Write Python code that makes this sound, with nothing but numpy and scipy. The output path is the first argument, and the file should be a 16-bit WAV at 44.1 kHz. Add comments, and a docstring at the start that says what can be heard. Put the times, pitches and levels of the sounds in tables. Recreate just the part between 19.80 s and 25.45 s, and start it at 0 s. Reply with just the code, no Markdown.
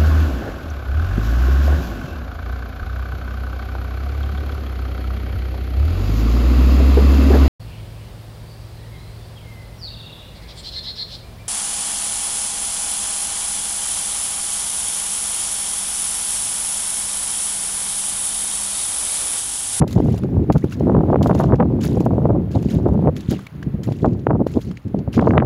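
"""Wet footsteps in gusty wind

Someone walks over a wet tidal flat, a step about every 0.65 s, holding a small camera.
Each sole presses water out of the muddy sand: a gritty hiss, tiny bubbles, smacks and plops.
Swirls of air (eddies) tumble over the microphone and rumble and thump far louder than the steps.
Wind and water hiss softly in the distance."""
import sys
import numpy as np
from scipy import signal
from scipy.fft import rfft, irfft, next_fast_len
from scipy.io import wavfile
from scipy.ndimage import uniform_filter1d

SR = 44100
rng = np.random.default_rng(int(sys.argv[2]) if len(sys.argv) > 2 else 0)


def transcribe(u):
    """Save the signal u as a 16-bit wav file named by the first command-line argument.

    u: samples, shape (n,) or (channels, n), limited to [-1, 1]; the rate is SR.
    q: integer samples, one column per channel.
    """
    v = np.clip(np.atleast_2d(u).T, -1, 1)
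    q = np.round(v * 32767).astype(np.int16)
    wavfile.write(sys.argv[1], SR, q)


N = 249165
TIME = np.arange(N) / SR

# Each footstep, from heel strike through flat sole to lift-off:
# heel_s, heel_db, flat_s, squelch_db, squelch_decay_s, lift_s, seep_db, spray_db
FOOTSTEPS = [(0.073, -59, .125, -72, .015, 0.39, -54.5, 3.5),
             (0.723, -68, .925, -45, .018, 0.95, -66.5, 3.5),
             (1.423, -56, 1.59, -47.5, 0.023, 1.67, -59.5, 2.5),
             (2.004, -46.5, 2.045, -39, 0.022, 2.255, -61.5, 3.5),
             (2.708, -55, 2.905, -46, 0.026, 2.99, -60, 1), (3.356, -48, 3.513, -40, 0.022, 3.66, -61.5, 0),
             (4.031, -47.5, 4.125, -63, 0.015, 4.25, -71.5, 4.5),
             (4.664, -51, 4.815, -55, 0.029, 4.9, -65, 3),
             (5.323, -48.5, 5.345, -44.5, 0.018, 5.52, -60.5, -1.5)]
# The tone of wet mud, from low to high: pitch_hz, level_db
MUD_TONE = [(250, -21), (700, -4.5), (1500, 1), (2600, 2), (4400, 1.5), (5900, -2), (6900, -1), (8300, -13),
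            (10500, -10), (15500, -16)]


def undb(db):
    """Turn decibels into a number to multiply a sound by."""
    return 10 ** (np.asarray(db) / 20)


def curve(points):
    """Join (time, value) points with straight lines, giving one value per sample."""
    times, values = np.transpose(points)
    return np.interp(TIME, times, values)


def add(track, start_s, sound):
    """Mix a sound into the track, dropping whatever falls outside it."""
    start = int(start_s * SR)
    lo, hi = max(start, 0), min(start + len(sound), N)
    if hi > lo:
        track[lo:hi] += sound[lo - start:hi - start]


def keep_side(x, hz, side, order=2):
    """Keep the "low" or the "high" side of hz; a higher order cuts more sharply."""
    return signal.sosfilt(signal.butter(order, hz, side, fs=SR, output="sos"), x)


def treble(x, db, hz=8500):
    """Raise or lower everything above hz."""
    backward = keep_side(x[::-1], hz, "high")
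    upper = keep_side(backward[::-1], hz, "high")  # filtering both ways keeps it in step with x
    return x + (undb(db) - 1) * upper


def colour(x, tone):
    """Shape the tone of a sound with (pitch_hz, level_db) points."""
    hz, db = np.transpose(tone)
    size = next_fast_len(len(x) + 2048)
    bins_hz = np.maximum(np.arange(size // 2 + 1) * SR / size, 1)
    gain = undb(np.interp(np.log(bins_hz), np.log(hz), db))
    return irfft(rfft(x, size) * gain, size)[:len(x)]


def even_out(x, span_s):
    """Hold the average level at 1, keeping any flicker faster than span_s."""
    size = int(span_s * SR)
    power = uniform_filter1d(uniform_filter1d(x ** 2, size), size)
    return x / np.sqrt(np.abs(power) + 1e-12)


def wander(turns_per_s):
    """A value that drifts smoothly at random, typically by about 1 either way."""
    size = int(SR / turns_per_s)
    held = np.repeat(rng.standard_normal(N // size + 1), size)[:N]
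    smooth = uniform_filter1d(held, size)
    return smooth / smooth.std()


def airflow():
    """Breeze and gusts add up to the strength of the rumble and of the small eddies, in dB."""
    # The breeze at the microphone: time_s, level_db
    breeze = [(0.0, -26), (0.93, -30), (1.08, -19), (1.88, -20.5), (2.02, -25), (2.5, -19), (2.69, -28),
              (2.92, -26.5), (3.12, -19), (3.28, -22.5), (3.42, -39), (3.56, -32.5), (3.71, -49.5),
              (3.75, -35), (4.3, -30), (4.43, -33.5), (4.52, -25.5), (4.82, -35), (4.98, -39), (5.025, -54),
              (5.07, -34), (5.33, -33), (5.39, -19), (5.65, -18.5)]
    # Short gusts that swell and die on top of it: middle_s, length_s, rumble_db, flutter_db
    gusts = [(0.025, 0.057, -14, -17.5), (0.181, 0.072, -15.5, -23), (0.275, 0.17, -17, -30),
             (0.444, 0.067, -28, -32.5), (0.58, .15, -18, -31), (0.705, 0.037, -11.5, -20),
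             (0.759, 0.04, -11, -22), (0.85, 0.046, -20.5, -31), (1.345, .08, -22, -20),
             (1.504, 0.022, -22, -17), (1.602, .03, -22, -17.5), (1.74, 0.039, -10.5, -14),
             (1.817, 0.047, -19, -20), (2.504, 0.041, -22, -22), (2.547, 0.053, -22, -22),
             (2.763, 0.066, -18.5, -24), (2.967, .07, -21, -36), (3.079, 0.066, -21.5, -26),
             (3.283, 0.049, -14.5, -16.5), (3.377, 0.077, -30.5, -48), (3.526, 0.057, -22.5, -25.5),
             (3.875, 0.027, -21, -44), (3.946, 0.031, -23.5, -38.5), (4.004, 0.051, -32.5, -36.5),
             (4.082, 0.044, -21.5, -29.5), (4.117, 0.024, -22, -30.5), (4.259, .09, -21, -20),
             (4.343, 0.13, -23.5, -35.5), (4.501, 0.058, -20.5, -21.5), (4.547, 0.056, -18.5, -24.5),
             (4.609, 0.044, -25, -24.5), (4.77, .07, -22.5, -25.5), (4.887, 0.1, -28, -43.5),
             (5.064, 0.037, -27, -41.5), (5.188, 0.074, -23.5, -31.5), (5.284, 0.039, -30, -38.5),
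             (5.386, 0.033, -15.5, -21.5), (5.474, 0.04, -27, -17), (5.571, 0.051, -13.5, -19)]
    breeze_db = curve(breeze)
    rumble_power = undb(breeze_db) ** 2
    flutter_power = undb(-26.5 + 1.572 * (breeze_db + 20)) ** 2  # small eddies grow faster than rumble
    for middle_s, length_s, rumble_db, flutter_db in gusts:
        progress = np.clip((TIME - middle_s) / length_s + .5, 0, 1)
        swell = np.sin(np.pi * progress) ** 1.02
        rumble_power += (undb(rumble_db) * swell) ** 2
        flutter_power += (undb(flutter_db) * swell) ** 2
    return 10 * np.log10(rumble_power), 10 * np.log10(flutter_power)


def rumble(level_db):
    """Churning air rumbles; its upper part comes in puffs and dies away in the lulls."""
    # The deep tone of wind on a microphone: pitch_hz, level_db
    rumble_tone = [(20, -26.5), (32, -27), (50, -12.5), (65, -3.5), (120, -0.5), (190, -2), (300, -8),
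                   (420, -16), (650, -37), (1200, -56), (2500, -92.5)]
    noise = even_out(colour(rng.standard_normal(N), rumble_tone), span_s=0.19)
    puffs_db = 4 * wander(28).clip(-2, 1.2)
    lulls_db = 0.38 * np.minimum(level_db + 23, 0)
    return treble(noise, puffs_db + lulls_db, hz=210) * undb(level_db)


def eddy(hz, turn):
    """A passing swirl pushes and pulls once, more briefly at higher hz; turn (0 to 1) sets its shape."""
    position = np.linspace(-14, 14, int(28 * SR / (np.pi * hz)))
    pressure = np.real(np.exp(2j * np.pi * turn) / (1 - 1j * position) ** 3)
    return pressure * np.hanning(len(position))


def flutter(level_db, base_hz=255, count=2200):
    """Small eddies arrive in clumps; the harder the air pushes, the faster they pass."""
    out = np.zeros(N)
    timings = rng.random((count, 2))
    variations = rng.standard_normal((count, 2)).clip(-1.8, 1.8)
    clump = wander(110).clip(-2, 2)
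    speed = undb(0.1165 * (np.minimum(level_db, -22) + 33)) * np.exp(0.097 * clump)
    for (when, turn), (pace, size) in zip(timings, variations):
        i = int(when * N)
        hz = base_hz * speed[i] * np.exp(0.193 * pace)
        add(out, i / SR, undb(3 * size + 4 * clump[i]) * eddy(hz, turn))
    return even_out(keep_side(out, 270, "high"), span_s=0.079) * undb(level_db)


def soft_thumps(flutter_db, middle_hz=350, count=36):
    """Stray eddies thump at random times, harder when the air is rough."""
    out = np.zeros(N)
    for when, pace, turn in rng.random((count, 3)):
        level_db = min(flutter_db[int(when * N)] + 9, -14)
        thump = eddy(middle_hz * np.exp(0.18 * (2 * pace - 1)), turn)
        add(out, (when * N - len(thump) / 2) / SR, undb(level_db) * thump)
    return out


def strong_thumps(main_pace=0.96, weak_pace=0.79, weak_db=-5.5, spread_s=0.004033):
    """Each strong eddy thumps the microphone, with three weaker, slower ones tumbling around it."""
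    # Strong single eddies (the paces scale their pitch): middle_s, level_db, base_pitch_hz
    strong_eddies = [(0.022, -4.5, 627), (0.041, -9, 424), (0.164, -2, 200), (0.203, -1.5, 324),
                     (0.344, -13.5, 308), (0.702, 1.5, 450), (0.761, -7, 586), (0.843, -4, 302),
                     (1.009, -5, 262), (1.071, -5.5, 330), (1.098, -3, 433), (1.15, -2, 460),
                     (1.167, -5.5, 443), (1.183, 1, 166), (1.208, -5.5, 420), (1.236, -8.5, 400),
                     (1.302, -1, 348), (1.33, -3, 500), (1.344, 0.5, 370), (1.359, -2.5, 522),
                     (1.418, -6, 420), (1.461, 0, 450), (1.497, -2.5, 525), (1.512, 0.5, 505),
                     (1.551, -5.5, 380), (1.601, -2, 514), (1.642, -5.5, 475), (1.703, -11.5, 472),
                     (1.723, -6, 586), (1.802, 0.5, 500), (1.806, -2, 600), (1.827, -2, 495),
                     (2.173, -9, 330), (2.207, -4.5, 310), (2.264, -2.5, 434), (2.308, -10, 423),
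                     (2.334, -6.5, 308), (2.382, -4.5, 344), (2.456, -1.5, 377), (2.507, -5, 380),
                     (2.859, -4, 160), (2.988, -13, 330), (3.064, -4.5, 275), (3.089, -9, 380),
                     (3.118, -2.5, 165), (3.148, -11, 320), (3.274, -1, 400), (3.287, -3.5, 320),
                     (3.489, -11.5, 143), (4.231, -3, 174), (4.246, 0, 500), (4.278, -1, 168),
                     (4.469, -3, 565), (4.507, -2, 540), (4.532, -12, 450), (4.555, -8.5, 374),
                     (4.605, -9, 348), (4.616, -5, 260), (4.668, -8, 437), (4.772, -5.5, 290),
                     (5.146, -7, 298), (5.277, -16.5, 386), (5.379, -10, 663), (5.395, -4, 845),
                     (5.426, -2, 413), (5.472, 1, 450), (5.508, -8.5, 930), (5.537, -7.5, 590),
                     (5.554, -8, 495), (5.572, -8, 547), (5.579, 5, 940), (5.601, -11.5, 1100),
                     (5.624, -2.5, 540)]
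    out = np.zeros(N)
    for middle_s, level_db, base_hz in strong_eddies:
        main = eddy(main_pace * base_hz, rng.random())
        add(out, middle_s - len(main) / SR / 2, undb(level_db) * main)
        for lag, turn in rng.random((3, 2)):
            weak = eddy(weak_pace * base_hz, turn)
            weak_s = middle_s + (3 * lag - 1) * spread_s
            add(out, weak_s - len(weak) / SR / 2, undb(level_db + weak_db) * weak)
    return out


def wind():
    """Rough air at the microphone's opening: a deep rumble, fluttering eddies and single thumps."""
    rumble_db, flutter_db = airflow()
    air = undb(5) * rumble(rumble_db) + undb(0.5) * flutter(flutter_db)
    air = air + soft_thumps(flutter_db) + undb(-0.07) * strong_thumps()
    air = keep_side(air, 42, "high", order=3)  # the slowest pushes leak out through a vent
    air = air / (1 + (air / .93) ** 4) ** (1 / 4)  # the microphone's membrane rounds off the strongest
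    return keep_side(air, 3700, "low", order=10)  # eddies smaller than the opening average out


def distant_hiss():
    """Wind and water hiss smoothly, far across the flat."""
    # The tone of the hiss: pitch_hz, level_db
    hiss_tone = [(500, 5.5), (1000, 3), (2000, -2.5), (3000, -8.5), (4500, -14.5), (5800, -23),
                 (6900, -20.5), (8000, -41), (9000, -21.5), (10500, -20), (15500, -21.5)]
    # Its slow rise and fall: time_s, level_db
    hiss_levels = [(0, -52.5), (1.25, -49.5), (2.6, -52.5), (3.9, -52), (4.6, -56.5), (5.65, -52.5)]
    sway_db = .6 * wander(3)
    hiss = even_out(colour(rng.standard_normal(N), hiss_tone), span_s=0.91)
    return hiss * undb(curve(hiss_levels) + sway_db)


def bubble(hz, cycles, glide):
    """A tiny hollow of air rings and rises in pitch as it opens."""
    progress = np.linspace(0, 1, int(cycles * SR / hz) + 4)
    ring = np.sin(2 * np.pi * cycles * progress * (1 + glide * progress))
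    return ring * np.exp(-5 * progress) * (1 - progress)


def crackle(low_hz=1000, high_hz=13000, count=10000):
    """Films of water and tiny bubbles burst between the sand grains."""
    out = np.zeros(N)
    bursts = rng.random((count, 3))
    sizes = rng.exponential(size=count).clip(0, 4.5)
    for (when, pitch, ring), size in zip(bursts, sizes):
        hz = low_hz * (high_hz / low_hz) ** pitch
        burst = bubble(hz, cycles=2 + 24 * ring ** 2, glide=.12)
        add(out, when * N / SR, undb(3 * size) * np.sqrt(hz) * burst)
    return even_out(out, span_s=0.033)


def gurgle(middle_hz=3600, count=520):
    """Larger bubbles in the squeezed water each give a short rising plip."""
    out = np.zeros(N)
    for when, (pitch, size) in zip(rng.random(count), rng.standard_normal((count, 2)).clip(-1.7, 1.7)):
        plip = bubble(middle_hz * np.exp(.35 * pitch), cycles=40, glide=0.11)
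        add(out, when * N / SR, undb(3 * size) * plip)
    return out


def peak_at(peak_s, rise_s, fall_s):
    """A level that swells to 1 at peak_s and dies away."""
    distance = np.maximum((peak_s - TIME) / rise_s, (TIME - peak_s) / fall_s)
    return np.exp(-np.minimum(distance, 20))


def squelches(heel_rise_s=.007, heel_decay_s=0.018, drain_db_per_s=14, release_s=0.0074, refill_s=0.21):
    """The heel lands, the sole flattens, water seeps: hiss, crackle and bubbles follow the pressure."""
    pressure, treble_db = np.zeros(N), np.zeros(N)
    spurts_db = 2 * wander(55).clip(-2, 2)  # water seeps out unevenly
    for heel_s, heel_db, flat_s, squelch_db, decay_s, lift_s, seep_db, spray_db in FOOTSTEPS:
        since_heel = np.maximum(TIME - heel_s, 0)
        since_lift = np.maximum(TIME - lift_s, 0)
        contact = np.minimum(since_heel / heel_rise_s, 1) * np.exp(-since_lift / release_s)
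        heel = undb(heel_db) * np.exp(-since_heel / heel_decay_s)
        sole = undb(squelch_db) * peak_at(flat_s, 0.52 * decay_s, decay_s)
        seep = undb(seep_db + spurts_db - drain_db_per_s * since_heel)
        refill = undb(-68) * (since_heel > 0) * np.exp(-since_lift / refill_s)  # the footprint fills
        pressure += contact * (heel + sole + seep) + refill
        treble_db[TIME > heel_s] = spray_db + 7  # fine spray brightens the sound
    grit = crackle() + undb(-5) * rng.standard_normal(N)
    wet_sand = even_out(colour(grit, MUD_TONE), span_s=0.016)
    bubbling = np.tanh(pressure / undb(-52))  # bubbles grow no louder under a hard push
    return treble(wet_sand, treble_db) * pressure + undb(-43) * bubbling * gurgle()


def smack(hz, spray_db, ring_db=1, cycles=18):
    """Mud slaps or tears from the sole: a wet crack, a ringing hollow and a short splatter."""
    t = TIME[:2048]
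    swell = 1 - np.exp(-t / .0014)
    crack = np.exp(-t / .003)
    splatter = undb(-15) * np.exp(-t / .01)
    sound = rng.standard_normal(len(t)) * (crack + splatter)
    add(sound, 0, undb(ring_db) * bubble(hz, cycles, glide=0.026))
    sound = treble(colour(sound * swell, MUD_TONE), spray_db + 10)
    return sound / np.abs(sound).max()


def loud_smacks(lead_s=.001):
    """The mud smacks loudly several times with each step."""
    # Wet smacks of mud on the sole: peak_s, level_db, pitch_hz, spray_db
    mud_smacks = [(0.0782, -23.5, 4180, -6), (0.1093, -25.5, 4130, -10), (0.128, -22, 4130, -3),
                  (0.184, -32, 2970, -20), (0.3786, -28, 2750, -4), (0.434, -33, 2420, -30),
                  (0.6379, -45, 2640, -13), (0.7246, -20, 2830, -10), (0.7344, -32, 5140, 5),
                  (0.78, -28, 2650, -5), (0.842, -32, 2680, 0), (0.9098, -32, 2500, -20),
                  (0.997, -35.5, 6540, -10), (1.3124, -44.5, 2500, -24), (1.4284, -19, 4430, -9),
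                  (1.472, -22, 4600, -3), (1.5493, -22.5, 4860, -11), (1.5895, -27, 2440, -21),
                  (1.6047, -29, 3880, 8), (1.6364, -26, 2920, -28), (1.756, -29.5, 2650, -8),
                  (2.0357, -24, 3670, -21), (2.2038, -27.5, 2510, -4), (2.253, -31.5, 2750, 9),
                  (2.753, -32, 3850, -21), (2.827, -31.5, 2540, -3), (2.949, -31, 3780, -6),
                  (3.083, -39, 3660, -4), (3.1353, -41.5, 2500, 1), (3.365, -21.5, 4780, -14),
                  (3.407, -30, 3800, -10), (3.508, -21, 7360, -1), (3.6682, -38, 2600, -28),
                  (3.8294, -30, 3050, -37), (4.0342, -25.5, 4850, -9), (4.122, -31.5, 2550, -19),
                  (4.188, -36.5, 2580, -20), (4.2577, -32, 2560, -26), (4.2867, -44, 4210, -32),
                  (4.332, -38.5, 4030, -22), (4.393, -40, 2770, -24), (4.4363, -52, 3200, -5),
                  (4.6694, -31, 2820, -27), (4.7175, -36, 4140, 0.5), (4.7383, -31, 2750, -27),
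                  (4.815, -29, 3550, -3), (4.912, -34, 2740, -30), (4.971, -33, 2590, -26),
                  (5.08, -43, 6500, -10), (5.189, -35.5, 2820, -37), (5.412, -28.5, 2900, -18)]
    out = np.zeros(N)
    for peak_s, level_db, pitch_hz, spray_db in mud_smacks:
        add(out, peak_s - lead_s, undb(level_db) * smack(pitch_hz, spray_db))
    return out


def soft_pops(low_hz=2500, high_hz=4400, settle_s=.06, per_step=4):
    """Softer, rounder pops come at random under each foot and while its print settles."""
    out = np.zeros(N)
    for heel_s, _, _, _, _, lift_s, _, _ in FOOTSTEPS:
        for when, softness, pitch in rng.random((per_step, 3)):
            start_s = heel_s + when * (lift_s + settle_s - heel_s)
            pop = smack(low_hz + pitch * (high_hz - low_hz), spray_db=-16, ring_db=9, cycles=28)
            add(out, start_s, undb(-38 - 9 * softness) * pop)
    return out


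def air_plops():
    """Trapped air squirts out with a rough plop; its pitch slides as the pocket changes size."""
    # Air pockets squeezed out of the mud: start_s, start_hz, end_hz, length_s, level_db, roughness
    air_pockets = [(0.435, 1200, 1460, 0.0033, -33, 0.93), (0.821, 1650, 2750, 0.022, -47, 0.23),
                   (0.923, 2860, 2600, 0.0088, -36, 0.51), (.922, 1280, 1600, 0.0097, -36.5, 0.38),
                   (3.59, 1090, 1420, 0.0099, -38.5, 1.5), (3.667, 2030, 2410, 0.007, -34.5, 0.74),
                   (3.827, 1230, 2160, 0.0066, -34, 0.77), (4.913, 1140, 1500, 0.0048, -39.5, 1.4),
                   (4.972, 2260, 2450, 0.0034, -35.5, 0.34)]
    out = np.zeros(N)
    for start_s, start_hz, end_hz, length_s, level_db, roughness in air_pockets:
        progress = np.linspace(0, 1, int(length_s * SR))
        pitch_hz = start_hz + (end_hz - start_hz) * progress
        jitter = 1 + roughness * rng.standard_normal(len(progress))
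        phase = 2 * np.pi * np.cumsum(pitch_hz * jitter) / SR
        swell = np.sin(np.pi * np.sqrt(progress))
        add(out, start_s, undb(level_db) * np.sin(phase) * swell)
    return out


def auto_volume(x, threshold_db=-8, share=0.43, recovery_db_per_s=16, react_s=0.004, boost_db=1):
    """The camera turns itself down after a loud thump and comes slowly back up."""
    level_db = 20 * np.log10(np.abs(x) + 1e-9)
    wanted_cut_db = share * np.maximum(level_db - threshold_db, 0)
    recovery_db = recovery_db_per_s * TIME
    held_cut_db = np.maximum.accumulate(wanted_cut_db + recovery_db, axis=-1) - recovery_db
    smooth_cut_db = keep_side(held_cut_db, 1 / (2 * np.pi * react_s), "low", order=1)
    return x * undb(boost_db - smooth_cut_db)


def scene():
    """Wind, footsteps and distant hiss on open ground, in one channel with no echo."""
    feet = undb(3) * squelches() + undb(-4.5) * (loud_smacks() + soft_pops()) + undb(3.5) * air_plops()
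    return (wind() + feet + distant_hiss())[None]


def record(dry, top_hz=15700):
    """The camera adjusts its own volume and cuts off the highest treble."""
    steep_cut = signal.ellip(10, .2, 90, top_hz, fs=SR, output="sos")
    return signal.sosfilt(steep_cut, auto_volume(dry))


dry = scene()
out = record(dry)
transcribe(out)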